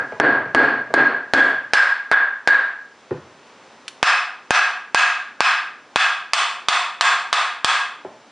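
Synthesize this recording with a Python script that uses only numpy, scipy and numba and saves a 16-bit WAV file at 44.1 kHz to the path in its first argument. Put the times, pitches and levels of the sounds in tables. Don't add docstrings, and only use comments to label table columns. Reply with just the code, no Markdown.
import sys
import numpy as np
from scipy import signal
from scipy.fft import rfft, irfft, next_fast_len
from scipy.io import wavfile
from scipy.ndimage import uniform_filter1d, minimum_filter1d
from numba import njit

SR = 44100
rng = np.random.default_rng(int(sys.argv[2]) if len(sys.argv) > 2 else 0)


def inscribe(sig):
    pcm = np.round(np.clip(np.atleast_2d(sig).T, -1, 1) * 32767)
    wavfile.write(sys.argv[1], SR, pcm.astype(np.int16))


N = 366471
SIZE = 32768
HZ = np.fft.rfftfreq(SIZE, 1 / SR)
AGE = np.arange(SIZE) / SR
RIM, FLANK, FOOT = range(3)

# start in seconds, force in dB, spot, contact hardness (higher is brighter),
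# boost of the main ring in dB, frequency of the local ping in Hz.
BLOWS = [ (-.19, -7, RIM, -3, 4.5, 4640), (.1999, 0, RIM, -0.5, 1, 4430), (.5481, 2, RIM, 7, 1.5, 4380),
         (0.9399, 1.5, RIM, 6.5, 3, 4280), (1.3362, 2, RIM, 20.5, 7, 3380),
         (1.7347, 1.5, RIM, 25, 5.5, 5170), (2.115, -5.5, RIM, 5, 5, 3550),
         (2.4746, -2, RIM, 16, 6.5, 3800), (4.0288, .5, FLANK, -3.5, -3.5, 5200),
         (4.507, 2, FLANK, -2.5, 4, 5830), (4.9465, 2.5, FLANK, -2, 3.5, 6550),
         (5.4057, -0.5, FLANK, -5, 0, 5170), (5.9594, -1.5, FLANK, -0.5, 3, 3410),
         (6.3343, -4.5, FOOT, 3.5, -1, 3080), (6.6854, -4.5, FOOT, 0.5, -4, 3600),
         (7.0101, -1.5, FOOT, 0, 9, 7350), (7.3287, -5.5, FOOT, -2, 4.5, 3770),
         (7.646, -2, FOOT, 1.5, 8.5, 3320)]
# time in seconds, thud passed on in dB.
HAND_PRESSURE = [(.55, 7), (1.336, 2.5), (1.735, -30), (2.47, -21), (4.51, 13), (5.41, -11.5), (5.96, 1)]
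def hammering(rebound_s=0.0045, rebound_db=11.5, rebound_hz=1280):
    mix, walls = np.zeros((2, N)), room_tail()
    for start, force_db, spot, hardness, ring_db, ping_hz in BLOWS:
        thud_db = np.interp(start, *np.transpose(HAND_PRESSURE))
        add(mix, start, amp(force_db) * blow(walls, spot, thud_db, hardness, ring_db, ping_hz))
        if spot == RIM:
            add(mix, start + rebound_s, knock(force_db + thud_db + rebound_db, rebound_hz)[None])
    return mix


# knock level in dB, knock frequency in Hz, ping level in dB.
SPOT_STRIKE = [(14, 850, 8), (20, 930, 7.5), (10.5, 1250, 6)]
# crack level in dB, reverberation level in dB.
SPOT_ANSWER = [(-17, 12), (-5.5, 9.5), (1.5, 9.5)]
def blow(walls, spot, thud_db, hardness, ring_db, ping_hz):
    knock_db, knock_hz, ping_db = SPOT_STRIKE[spot]
    crack_db, room_db = SPOT_ANSWER[spot]
    ring = housing(spot, thud_db, hardness, ring_db, ping_hz, ping_db)
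    tail = .5 * walls + .87 * room_tail()
    sound = in_room(ring, room_db, tail) + knock(knock_db, knock_hz) + crack(crack_db + hardness / 2)
    if spot == RIM:
        sound += amp(thud_db) * bench()
    return sound


# frequency in Hz, then level in dB on the rim, on the flank and at the foot.
BODY_RESPONSE = [(94, -12, -105, -39.5), (135, 1.5, -51, -67), (177, -7, -51, -36.5),
                 (257, 13.5, -41.5, -35.5), (480.0, 14.5, -22.5, -17), (750.0, 12, -10.5, -12),
                 (920, 11, -5.0, -1.5), (1210, 8.5, 1.5, 0), (2120, 4.5, -4, -3), (3010, -6, -7.5, -7.5),
                 (4940, -19, -12, -11), (6100, -29, -17.5, -16), (8610, -36.5, -25, -21),
                 (10600, -51, -43.5, -43.5)]
# frequency in Hz, bandwidth in Hz, then level in dB on the rim, on the flank and at the foot.
CASTING_MODES = [ (718, 55, -8, 9, 12), (1095, 50, 3, -2, 6), (1220, 55, -4, -1, 7), (1410, 45, 8, -1, -2),
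                 (1633, 45, 23, 11, 3), (1790, 50, -7, -1, -2), (2572, 70, -2, 11.5, 9),
                 (3445, 120, 1, 1, 8.5), (4420, 200, 5, -6, -1)]
def housing(spot, thud_db, hardness, ring_db, ping_hz, ping_db, ping_width_hz=170):
    modes = np.array(CASTING_MODES)
    main_ring = modes[:, 2] == modes[:, 2].max()
    levels_db = modes[:, 2 + spot] + ring_db * main_ring
    ringing = sum(resonance(hz, width, db) for (hz, width), db in zip(modes[:, :2], levels_db))
    ringing += resonance(ping_hz, ping_width_hz, ping_db)
    colour = curve(BODY_RESPONSE, HZ, column=1 + spot) + 10 * np.log10(1 + ringing)
    colour += thud_db * curve([(250, 1), (1100, 0.28)], HZ)
    colour += hardness * curve([(1700, 0), (7000, 0.79)], HZ)
    colour += curve([(20, -32.5), (90, 2.5)], HZ)
    return minimum_phase(colour)


def resonance(hz, width_hz, db):
    return amp(db) ** 2 / (1 + (2 * (HZ - hz) / width_hz) ** 2)


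def knock(level_db, hz, t60=.011, low_cut_hz=250):
    cycles = amp(level_db - 60 * AGE / t60) * np.sin(2 * np.pi * hz * AGE)
    return signal.lfilter(*signal.butter(1, low_cut_hz, "high", fs=SR), cycles)


def crack(level_db, band_hz=(2200, 5200), t60=0.074):
    rattle = signal.lfilter(*signal.butter(2, band_hz, "band", fs=SR), chatter(t60))
    return amp(level_db) * unit(rattle) * np.sqrt(.03 * SR)


# frequency in Hz, level in dB, time to decay by 60 dB in seconds.
BENCH_MODES = [(123, -17.5, 0.15), (269.7, 1.5, 0.17), (301.5, -11, 0.3), (480, -22, 0.13)]
def bench():
    return sum(amp(db - 60 * AGE / t60) * np.sin(2 * np.pi * hz * AGE) for hz, db, t60 in BENCH_MODES)


# start in seconds, clunk level in dB, clunk frequency in Hz, thump level in dB.
LANDINGS = [(0.121, -35, 484, -47), (0.456, -33.5, 457, -41), (0.904, -36, 480, -44),
            (3.108, -22.5, 380, -29), (8.048, -33, 420, -48.5)]
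def handling(thump_lag_s=.005, graze_s=3.8805):
    mix = np.zeros((2, N))
    for start, clunk_db, clunk_hz, thump_db in LANDINGS:
        add(mix, start, touch(clunk_db, clunk_hz, octaves=0.32, t60=0.044, room_db=-8.5))
        add(mix, start, touch(level_db=-35, hz=600, octaves=1.0, t60=.045, room_db=1))
        add(mix, start + thump_lag_s, touch(thump_db, hz=155, octaves=0.95, t60=.12, room_db=-5))
    add(mix, graze_s, touch(level_db=-33, hz=3060, octaves=1.0, t60=.035, room_db=-12))
    return mix


def touch(level_db, hz, octaves, t60, room_db):
    colour = -8 * abs(np.log2((HZ + 1) / hz) / octaves) ** 1.5
    burst = irfft(rfft(minimum_phase(colour)) * rfft(chatter(t60)))
    return amp(level_db) * in_room(burst, room_db, room_tail())


def chatter(t60):
    return unit(rng.standard_normal(SIZE) * amp(-60 * AGE / t60))


# frequency in Hz, reverberation time in seconds.
REVERB_TIMES = [(100, 0.61), (300, 0.31), (700, 0.44), (1600, 0.45), (3000, 0.42), (6000, 0.36),
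                (10000, 0.36)]
def room_tail(build_s=0.0019):
    hz, t, bands = signal.stft(rng.standard_normal(SIZE), SR, nperseg=256)
    decay = amp(-60 * t / curve(REVERB_TIMES, hz)[:, None])
    tail = signal.istft(bands * decay, SR, nperseg=256)[1][:SIZE]
    return rfft(unit(tail * (1 - np.exp(-AGE / build_s))))


def in_room(sound, room_db, tail):
    direct = rfft(unit(sound)) * np.sqrt(.03 * SR)
    return stereo(mid=direct * (1 + amp(room_db) * tail), side=direct * amp(room_db) * room_tail())


# frequency in Hz, gain of the side signal in dB.
SIDE_GAIN = [(3500, -75.5), (4600, -23.5), (6000, -3.5), (9000, -1)]
def stereo(mid, side):
    side = side * amp(curve(SIDE_GAIN, np.linspace(0, SR / 2, len(side))))
    return irfft(np.array([mid + side, mid - side]))


# frequency in Hz, relative spectral density in dB.
NOISE_SPECTRUM = [(15, -58), (25, -37.5), (143, -12.5), (189, -12), (231, -6), (329, -8), (374, -6.5),
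                  (506, -6), (758, -8), (882, -5.5), (5870, -22.5), (10500, -41), (13600, -69.5),
                  (22000, -120)]
def background(level_db=-47.5):
    size = 2 * next_fast_len(N // 2 + 1)
    colour = amp(curve(NOISE_SPECTRUM, np.fft.rfftfreq(size, 1 / SR)))
    mid, side = rfft(rng.standard_normal((2, size))) * colour
    noise = stereo(mid, side)[:, :N]
    waver_db = .6 * np.interp(np.arange(N), np.linspace(0, N, 120), rng.standard_normal(120))
    return amp(level_db + waver_db) * noise / noise.std()


def amp(db):
    return 10 ** (np.asarray(db) / 20)


def curve(points, hz, column=1):
    table = np.asarray(points, float)
    return np.interp(np.log(hz + 1), np.log(table[:, 0]), table[:, column])


def unit(x):
    return x / np.sqrt(np.sum(x ** 2) + 1e-20)


def add(mix, start_s, sound):
    start = round(start_s * SR)
    sound = sound[:, max(-start, 0):]
    part = mix[:, max(start, 0):][:, :sound.shape[1]]
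    part += sound[:, :part.shape[1]]


def minimum_phase(db):
    cepstrum = irfft(np.log(amp(np.maximum(db, db.max() - 100))))
    cepstrum[1:SIZE // 2] *= 2
    cepstrum[SIZE // 2 + 1:] = 0
    return irfft(np.exp(rfft(cepstrum)))


def scene():
    return background() + hammering() + handling()


@njit
def limiter_gain(level, ceiling, attack, hold, release):
    gains = np.ones(len(level))
    goal, gain, wait = 1., 1., 0.
    for i in range(len(level)):
        wait -= 1
        if level[i] * goal > ceiling:
            if level[i] * goal > 2 * ceiling:
                wait = hold
            goal = ceiling / level[i]
        elif wait < 0:
            goal += (1 - goal) / release
        gain += (goal - gain) / attack
        gains[i] = gain
    return gains


def round_off(x, full_scale=.92, samples=7):
    allowed_gain = full_scale / np.maximum(abs(x).max(0), full_scale)
    return x * uniform_filter1d(minimum_filter1d(allowed_gain, samples), samples)


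def low_pass(x, edge_hz=10600):
    taps = signal.firwin(255, edge_hz, window=("kaiser", 8), fs=SR)
    return signal.oaconvolve(x, taps[None], "same")


def record(dry, ceiling=0.54, attack_s=0.00058, hold_s=0.024, release_s=.26, low_cut_hz=70):
    heard = low_pass(dry)
    gain = limiter_gain(abs(heard).max(0), ceiling, attack_s * SR, hold_s * SR, release_s * SR)
    limited = round_off(heard * gain)
    return low_pass(signal.lfilter(*signal.butter(1, low_cut_hz, "high", fs=SR), limited))


dry = scene()
out = record(dry)
inscribe(out)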